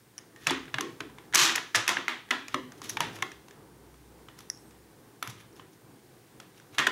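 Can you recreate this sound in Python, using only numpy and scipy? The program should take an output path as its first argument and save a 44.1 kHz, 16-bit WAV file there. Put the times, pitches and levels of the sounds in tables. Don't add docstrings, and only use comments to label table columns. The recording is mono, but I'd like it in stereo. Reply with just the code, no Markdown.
import sys
import numpy as np
from scipy import signal
from scipy.fft import rfft, irfft, next_fast_len
from scipy.io import wavfile
from scipy.ndimage import uniform_filter1d, map_coordinates

SR = 44100
rng = np.random.default_rng(int(sys.argv[2]) if len(sys.argv) > 2 else 0)


def pcm_store(signal):
    levels = np.round(np.clip(np.atleast_2d(signal), -1, 1) * 32767)
    wavfile.write(sys.argv[1], SR, levels.astype(np.int16).T)


def natural_amplitude(level_db):
    exponent = np.asarray(level_db, float) / 20
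    return 10 ** exponent


N = 304731
TIME = np.arange(N) / SR

# f/Hz, t60/s, level/dB
TABLE_MODES = [(215, 0.041, -3), (245, 0.15, -7), (285, 0.14, -4), (335, 0.09, -1.5), (380, 0.08, -4.5),
               (402.3, 0.068, -5), (476.4, 0.047, -1.5), (658, 0.048, -7.5)]
# f/Hz, density/dB per Hz
SPRING_COLOUR = [(4000, -19), (7000, -33), (10000, 9), (13000, 1), (16000, -1)]


def unit(x):
    return x / np.sqrt(np.mean(x ** 2) + 1e-20)


def peak_one(x):
    return x / np.max(np.abs(x))


def place(track, s, sound):
    track[round(s * SR):][:len(sound)] += sound


def along(points, hz, column=1):
    points = np.transpose(points)
    return np.interp(np.log(hz + 1), np.log(points[0] + 1), points[column])


def curves(rows, outside=None):
    s, *columns = np.transpose(rows)
    return [np.interp(TIME, s, column, outside, outside) for column in columns]


def wobble(rate):
    return map_coordinates(rng.standard_normal(int(N * rate / SR) + 4), [TIME * rate])


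def filtered(x, response):
    m = next_fast_len(N + SR // 2)
    return irfft(rfft(x, m) * response(np.fft.rfftfreq(m, 1 / SR)), m)[..., :N]


def tone(hz):
    return np.sin(2 * np.pi * np.cumsum(hz) / SR)


def noise(spectrum, lo_hz, hi_hz):
    def band(hz):
        return natural_amplitude(along(spectrum, hz)) / (1 + (lo_hz / (hz + 1)) ** 4) / (1 + (hz / hi_hz) ** 4)
    return unit(filtered(rng.standard_normal(N), band))


def ringing(modes, t, slower, scatter_db, attack):
    hz, t60, db = np.transpose(modes)[:, :, None]
    chance = rng.standard_normal((3, len(modes), 1))
    level = natural_amplitude(db + scatter_db * chance[0] - 60 * t / (t60 * slower))
    pitch = hz * (1 + scatter_db / 100 * chance[1])
    ring = np.sum(level * np.sin(2 * np.pi * pitch * t + chance[2]), 0)
    return peak_one(ring * (1 - np.exp(-t / attack)))


def dying(stock, t, t60, attack):
    burst = stock[rng.integers(N - len(t)):][:len(t)]
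    return peak_one(burst * natural_amplitude(-60 * t / t60) * (1 - np.exp(-t / attack)))


def contacts():
    # t/s, level/dB, loudest shell mode f/Hz, slider/dB, spread/dB
    blow_rows = [(0.469, -12, 2600, -6.5, 3.5), (0.497, -16.5, 3400, -18, 3.5), (0.742, -17, 1700, -14, -6),
                 (0.784, -18, 1600, -16.5, -2.5), (0.808, -19, 1110, -0.5, -5.5),
                 (1.005, -20.5, 1510, -12.5, -6.5), (1.336, -21.5, 2000, -12, 11),
                 (1.347, -11.5, 1965, 3, -6), (1.494, -13.5, 1890, -24, -5),
                 (1.558, -15.5, 2060, -1.5, -0.5), (1.747, -10, 1750, -9, 1), (1.761, -17, 1700, 1.5, 6.5),
                 (1.878, -14.5, 2550, -1, 7.5), (1.891, -9, 2030, -8, -4), (1.969, -15.5, 1620, -28, .5),
                 (2.081, -13, 2100, -12.5, 1.5), (2.31, -10, 1976, -13.5, 0),
                 (2.543, -16.5, 1250, -10.5, -5), (2.97, -19, 2300, -13.5, -5),
                 (3.005, -12.5, 980, -6.5, 0), (3.2235, -17, 2150, -6.5, -5),
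                 (5.226, -19.5, 1315, -8.5, -3.5), (6.783, -10, 1760, -9, 4), (6.8675, -14, 1850, -10, 0)]
    # t/s, level/dB, f/Hz, slider/dB
    chatter_rows = [(0.471, -17.5, 1830, -2), (0.744, -24, 1170, -14), (0.507, -17.5, 890, -4),
                    (0.514, -21, 1045, -21), (1.343, -15, 1690, -4.5), (1.354, -15, 2100, 3.5),
                    (1.554, -16.5, 2470, -9), (1.579, -20, 1800, -21.5), (1.752, -15, 2460, -0.5),
                    (1.757, -16, 1950, 4.5), (1.769, -22, 2100, -29), (2.307, -17, 1900, -5.5),
                    (3.019, -24, 1300, -30), (6.79, -12, 1840, -8), (6.797, -17, 1150, -19),
                    (6.8695, -10, 1650, -13), (6.8725, -15, 1500, -12), (6.801, -21, 1200, -10),
                    (3.225, -22, 1090, -20), (2.544, -18, 1260, -20), (1.356, -12, 2300, 6)]
    # t/s, level/dB, f/Hz, slider/dB
    tap_rows = [(0.181, -40.5, 3000, -6), (0.186, -43, 2320, -6), (0.361, -41.5, 1790, -4.5),
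                (0.68, -37, 1600, -24.5), (1.184, -35.5, 1000, -12.5), (2.482, -30, 2480, -1.5),
                (2.72, -39.5, 1520, -2), (2.817, -33, 1070, 1.5), (3.187, -35, 1050, -10),
                (3.317, -36, 1920, -3.5), (3.483, -43.5, 1030, -2), (3.509, -41, 1730, -4),
                (3.942, -51, 1030, -7), (4.285, -36, 1290, -16), (4.389, -41.5, 1340, 1),
                (4.405, -46, 1230, -13), (4.708, -48, 860, -3), (5.274, -29.5, 1480, -2),
                (5.596, -37, 1080, -25), (6.4, -35.5, 1400, -4.5), (6.432, -50, 885, -22),
                (6.599, -45, 1550, -4)]
    # t/s, level/dB
    tick_rows = [(.655, -40), (.733, -45), (1.076, -54), (1.098, -47), (1.178, -51), (1.253, -52.5),
                 (1.326, -33.5), (1.865, -33), (2.288, -44), (3.164, -36.5), (3.205, -42), (.465, -32),
                 (1.744, -36), (3.222, -40), (5.22, -56), (5.26, -46), (2.54, -39), (1.002, -44),
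                 (2.898, -35), (6.78, -33)]
    hard = []
    for s, db, hz, bright_db, spread_db in blow_rows:
        thud_db = -40 + 0.94 * (db + 12.5) - db
        hard.append((s, db, hz, bright_db, thud_db, spread_db))
    loose = [(*row, -26, -6.5) for row in chatter_rows]
    soft = [(*row, -23.5, -1.5) for row in tap_rows]
    light = [(s, db, 1700, -9, -25, -2) for s, db in tick_rows]
    return hard + loose + soft + light


def hollows(hz):
    # f/Hz, width/Hz, gain/dB
    slot_bands = [(1080, 250, 2), (1850, 350, 2), (3400, 700, 3)]
    return natural_amplitude(sum(db / (1 + (2 * (hz - centre) / width) ** 2) for centre, width, db in slot_bands))


def table_flexing():
    # t/s, level/dB, f/Hz
    bump_rows = [(0.473, -34.5, 145.5), (0.748, -37.5, 132), (1.01, -46.5, 142.4), (1.348, -46, 168),
                 (1.42, -38, 153), (1.765, -36.5, 116), (2.079, -62, 168), (2.544, -41, 158.7),
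                 (3.01, -38, 156), (3.211, -52, 112), (5.279, -38, 113), (6.791, -40, 141),
                 (.512, -34.5, 328),
        (.812, -36, 335),
        (.81, -38, 280),
        (1.009, -43.5, 291),
        (2.312, -35.5, 285),
        (2.546, -38, 277),
        (2.546, -39, 245),
        (3.006, -34, 957),
    ]
    out, t = np.zeros(N + SR), np.arange(SR // 5) / SR
    for s, db, hz in bump_rows:
        slower = np.clip(0.54 * (300 / hz) ** 0.13, .2, .75)
        place(out, s, natural_amplitude(db - 1.0) * ringing([(hz, .2, 0)], t, slower, scatter_db=0, attack=0.0022))
    return out


def panels():
    # t/s, level/dB, f/Hz, t60/s
    ring_rows = [(.742, -40, 650, .05), (.786, -37, 770, .08), (.81, -38, 1082, .45), (.87, -59, 4495, .4),
                 (1.008, -43, 1040, .1), (2.971, -30, 880, .03), (1.095, -51, 1000, .08),
                 (2.545, -27, 1211, .05), (2.545, -30, 1303, .06), (2.546, -43, 603, .15),
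                 (2.546, -38, 310, .2), (3.226, -28, 1093, .05), (3.227, -39, 781, .06),
                 (3.27, -46, 420, .08), (6.805, -33, 1030, .3), (6.805, -29, 1860, .3),
                 (6.8, -36, 3200, .2), (6.874, -31, 1030, .08)]
    out, t = np.zeros(N + SR), np.arange(SR // 5) / SR
    for s, db, hz, t60 in ring_rows:
        pair = [(hz, 1, 0), (hz * 1.025, .6, -5)]
        place(out, s, natural_amplitude(db) * ringing(pair, t, t60, scatter_db=0, attack=.002) * (1 - t / t[-1]))
    return out


def knocks():
    # f/Hz, density/dB per Hz
    shell_colour = [(300, -30.5), (700, -8.5), (1000, -1), (1800, 2.5), (2600, 0), (3600, -2),
                    (4600, -10.5), (6000, -24)]
    # f/Hz, density/dB per Hz
    slider_colour = [(3500, -13), (4800, -4), (5900, 1), (7000, -4), (8500, -10), (11000, -12.5),
                     (14000, -21.5), (16000, -33.5)]
    shell = filtered(noise(shell_colour, 260, 6100), hollows)
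    slider = noise(slider_colour, 2700, 26000)
    out, low, blows = panels(), table_flexing(), np.zeros((2, N))
    t = np.arange(SR // 5) / SR
    for s, db, hz, bright_db, thud_db, spread_db in contacts():
        body = dying(shell, t, .017, attack=.001)
        body = body + .75 * ringing([(hz, .015, 0)], t, 1, scatter_db=0, attack=.0005)
        rattle = dying(slider, t, .013, attack=.0009)
        thud = ringing(TABLE_MODES, t, 0.83, scatter_db=3.0, attack=0.0053)
        place(out, s, natural_amplitude(db - 2.5) * (body + natural_amplitude(bright_db + 3) * rattle))
        place(low, s, natural_amplitude(db + thud_db) * thud)
        blows[:, round(s * SR)] += natural_amplitude(db + spread_db + np.array([21, 18.5 + bright_db]))

    def all_round(hz):
        return natural_amplitude([along(shell_colour, hz) - 1.4, along(slider_colour, hz)]) * [hollows(hz), hz ** 0]
    even = filtered(blows, all_round).sum(0)
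    return (out + low)[:N], even + low[:N] + .2 * out[:N]


def thuds():
    # t/s, level/dB
    thud_rows = [
        (.5, -30.5),
        (.785, -37),
        (.809, -36),
        (1.006, -39),
        (1.44, -34),
        (1.97, -37.5),
        (2.308, -40),
        (2.544, -32),
        (2.818, -46.5),
        (5.277, -54),
    ]
    # t/s, level/dB
    snap_rows = [(0.469, -43), (1.349, -15.5), (1.558, -26), (1.879, -23), (2.081, -44), (2.896, -31),
                 (3.004, -32), (4.389, -41), (5.228, -27.5), (5.26, -46), (5.275, -33.5)]
    out, t, spring = np.zeros(N + SR), np.arange(SR // 5) / SR, noise(SPRING_COLOUR, 3000, 20000)
    for s, db in thud_rows:
        place(out, s, natural_amplitude(db) * ringing(TABLE_MODES, t, 0.98, scatter_db=4.5, attack=0.0049))
    for s, db in snap_rows:
        place(out, s, natural_amplitude(db) * dying(spring, t, 0.01, attack=0.00037))
    return out[:N]


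def clinks():
    # t/s, level/dB, f/Hz, upper mode/dB, t60/s
    clink_rows = [(0.18, -28, 5800, -10, 0.0025), (0.1834, -46, 5700, -13, 0.008),
                  (0.1878, -34.5, 5600, -11, 0.0037), (2.895, -48, 6300, -1, 0.007),
                  (2.8959, -22, 6230, -11, 0.0066), (2.903, -31, 5800, -19, 0.012),
                  (4.5003, -19, 5650, -13, 0.005), (4.5035, -38, 5500, -14, .006),
                  (4.548, -48, 5500, -14, .008), (4.516, -47, 5500, -14, 0.009),
                  (4.5734, -48, 5400, -15, 0.01), (5.5278, -55, 5650, -12, 0.009),
                  (5.558, -54, 5430, -21, 0.009), (6.5774, -53, 5350, -3, 0.009)]
    out, wide, t = np.zeros(N + SR), np.zeros(N + SR), np.arange(SR // 8) / SR
    for s, db, hz, upper_db, t60 in clink_rows:
        can = [(hz, 1, 0), (hz * 1.25, .5, -13), (10300, .8, upper_db + 3.5), (11600, .5, upper_db - 3),
               (3350, .8, -30), (1870, 1.2, -17)]
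        neighbours = [(hz * .93, 1, -3), (hz * 1.12, 1, -3)]
        gain = natural_amplitude(db + 2.5)
        place(out, s, gain * ringing(can, t, max(t60, .004), scatter_db=0, attack=.0012))
        place(wide, s, gain * ringing(can + neighbours, t, .005, scatter_db=1, attack=.0008))
    return out[:N], wide[:N]


def scrapes():
    # f/Hz, density/dB per Hz
    dull_colour = [(180, -56), (300, -18), (566, -22.5), (929, -5.5), (2000, -4.5), (3230, 0), (5000, -4.5),
                   (7000, -28)]
    # f/Hz, density/dB per Hz
    bright_colour = [(2350, -22), (3500, -2), (4750, -7), (5900, -1.5), (7000, -6), (8300, -14),
                     (13900, -20), (16000, -32)]
    # start t/s, length/s, level/dB, brightness/dB, share spent swelling/0-1
    stroke_rows = [(0.368, 0.11, -50.5, -4, 0.77), (2.505, .04, -46, -10, .6), (2.769, 0.034, -56.5, 0, .3),
                   (2.819, 0.092, -46, 0, 0.27), (2.889, 0.052, -47, 8.5, 0.08),
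                   (3.025, 0.066, -55, -17, .1), (3.119, 0.062, -48.5, 1, 0.68), (4.366, 0.032, -58, 4, .8),
                   (4.403, 0.027, -56.5, 4, 0.06), (5.284, 0.035, -49.5, 4, 0.5),
                   (5.333, 0.09, -54, -5, 0.88), (5.561, .075, -60, 0.5, 0.03), (5.72, .03, -67, 7, .5),
                   (6.536, 0.061, -56, -3, .7), (6.723, 0.046, -48, -3.5, 0.64)]
    # t/s, level/dB
    shove_rows = [
        (1.355, -30),
        (1.366, -29),
        (1.374, -22.5),
        (1.41, -23),
        (1.44, -23.5),
        (1.458, -25),
        (1.465, -29),
        (1.49, -33),
        (1.53, -35.5),
    ]
    edge_db = -19.5
    grainy = natural_amplitude(3.3 * wobble(900) + .6 * wobble(83))
    low = unit(grainy * noise(dull_colour, 630, 3640))
    high = unit(grainy * noise(bright_colour, 2330, 20000))
    skin = natural_amplitude(-6.5) * unit(grainy * noise(SPRING_COLOUR, 6000, 20000))
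    paths = []
    for s, length, db, bright, swell in stroke_rows:
        peak_s = s + np.clip(swell, .02, .98) * length
        stroke = [(s, db + edge_db, bright), (peak_s, db, bright), (s + length, db + edge_db, bright)]
        paths.append((stroke, high + skin))
    hardest = max(db for s, db in shove_rows)
    shove = [(s, db, 1.5 + 0.3 * (db - hardest)) for s, db in shove_rows]
    paths.append((shove, high))
    out = np.zeros(N)
    for path, bright_part in paths:
        db, bright_db = curves(path, -150)[0], curves(path)[1]
        out += uniform_filter1d(natural_amplitude(db - 2.0), size=200) * (low + natural_amplitude(bright_db) * bright_part)
    return out


def squeak():
    # t/s, pressure/0-1
    press_rows = [
        (4.55, 0),
        (4.6, .7),
        (4.645, 1),
        (4.68, .6),
        (4.71, .3),
    ]
    # f at rest/Hz, f gained at full pressure/Hz
    skin_tones = [(7900, 550), (10000, 600), (10400, 1800)]
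    pressure, = curves(press_rows)
    tones = np.zeros(N)
    for hz, gain_hz in skin_tones:
        tones += natural_amplitude(6 * wobble(35)) * tone(hz + gain_hz * pressure + 150 * wobble(200))
    touching = (TIME > press_rows[0][0]) * (TIME < press_rows[-1][0])
    return natural_amplitude(-91 + 8 * (1.5 + pressure)) * tones * touching


def creak():
    # t/s, level/dB
    creak_rows = [
        (.358, -62),
        (.4, -64),
        (.44, -61),
        (.466, -58),
    ]
    level = uniform_filter1d(natural_amplitude(curves(creak_rows, -150)[0]), size=100)
    return level * natural_amplitude(3 * wobble(60)) * tone(1855 + 70 * wobble(300))


def room(x, count=4, gap=.006):
    # f/Hz, t60/s, level/dB
    tail_rows = [(145, 0.91, -5.5), (414, 0.28, 10.5), (1000, 0.36, 4), (2740, 0.43, -0.5),
                 (6460, 0.41, -2.5), (13600, 0.16, -3)]
    out, turn = np.zeros(N), (TIME * 6).astype(int) % count
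    for k in range(count):
        hz, t, z = signal.stft(rng.standard_normal(int(.7 * SR)), SR, nperseg=256)
        decay = along(tail_rows, hz, column=2)[:, None] - 60 * t / along(tail_rows, hz)[:, None]
        tail = signal.istft(z * natural_amplitude(decay), SR, nperseg=256)[1]
        tail = tail * (1 - np.exp(-(np.arange(len(tail)) / SR / gap) ** 2))
        out += signal.fftconvolve(x * (turn == k), tail / np.linalg.norm(tail))[:N]
    return out


def background():
    # f/Hz, density/dB per Hz
    air_colour = [(20, -39), (45, -20), (62, -13), (80, -21), (100, -3.5), (125, -2), (160, -4.5),
                  (200, -6.5), (262, -6.5), (300, -3.5), (420, -5.5), (530, -11), (600, -16), (790, -12)]
    # t/s, level/dB
    air_rows = [(0, -58.5), (.3, -59), (.42, -55), (.92, -50.5), (1.11, -54), (1.5, -53), (2.13, -59),
                (2.79, -51.5), (3.04, -43.5), (3.37, -55), (3.8, -56), (4.2, -54), (5, -55), (5.7, -57.5),
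                (6.2, -54), (6.7, -55), (6.91, -49)]
    # f/Hz, density/dB per Hz
    hiss_colour = [(470, -31.5), (800, -0.5), (1260, -15), (1520, -2.5), (1790, -6.5), (2110, -7.5),
                   (2550, -10.5), (12100, -15), (13300, -14), (16300, -14)]
    # t/s, half length/s, level/dB
    pass_rows = [
        (.58, 0.13, -57),
        (1.11, .06, -60),
        (1.33, 0.043, -60),
        (2.558, .08, -66),
        (3.374, 0.046, -56),
        (3.998, 0.33, -55.5),
        (4.755, 0.15, -58),
        (5.5, .12, -66),
    ]
    # f/Hz, level/dB
    whine_rows = [(8640, -83.5), (9119, -80), (13248, -85), (15628, -86)]
    rumble_db, = curves(air_rows)
    rumble = natural_amplitude(rumble_db - 1.5 + 1.3 * wobble(8.3)) * noise(air_colour, 20, 1200)
    hiss_db = -63.5 + 0.35 * (rumble_db - np.median(rumble_db))
    hiss = natural_amplitude(hiss_db) * noise(hiss_colour, 1080, 22000)
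    swell = natural_amplitude(-75.5) + sum(natural_amplitude(db) * np.exp(-((TIME - s) / half) ** 2) for s, half, db in pass_rows)
    hum = natural_amplitude(-3.5) * swell * tone(62 + 2.5 * wobble(1))
    whine = sum(natural_amplitude(db + 4 + .7 * wobble(5)) * tone(hz + 4 * wobble(20)) for hz, db in whine_rows)
    return rumble + hiss + hum + whine


def stereo(mid, side):
    # f/Hz, level/dB
    apart_rows = [(60, -18), (250, -27), (500, -17.5), (1000, -27.5), (2500, -26.5), (4500, -18),
                  (9500, -14), (12000, -19)]
    # f/Hz, level/dB
    lean_rows = [(60, 2.3), (200, 2), (500, .8), (1000, .1), (15000, 0)]
    side = filtered(side, lambda hz: natural_amplitude(along(apart_rows, hz)))
    ports = np.array([mid + side, mid - side])
    return filtered(ports, lambda hz: natural_amplitude(along(lean_rows, hz) * [[.5], [-.5]]))


def scene():
    direct, spread = knocks()
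    steel, wide = clinks()
    others = scrapes() + squeak() + thuds() + creak()
    sources = np.array([direct + steel + others, spread + .28 * wide + others])
    near, spread = filtered(sources, lambda hz: 1 / (1 + (85 / (hz + 1)) ** 6))
    other_port = natural_amplitude(-.5) * room(near, count=1, gap=.0005) + background()
    return stereo(near + natural_amplitude(-6.0) * room(spread) + background(), other_port)


def band_limit(x):
    return signal.sosfilt(signal.butter(12, 16470, fs=SR, output="sos"), x)


def record(dry):
    held = dry / (1 + np.abs(dry / .42) ** 4) ** .25
    limited = filtered(held, lambda hz: 1 / (1 + (hz / 15800) ** 90))
    return band_limit(limited)


dry = scene()
out = record(dry)
pcm_store(out)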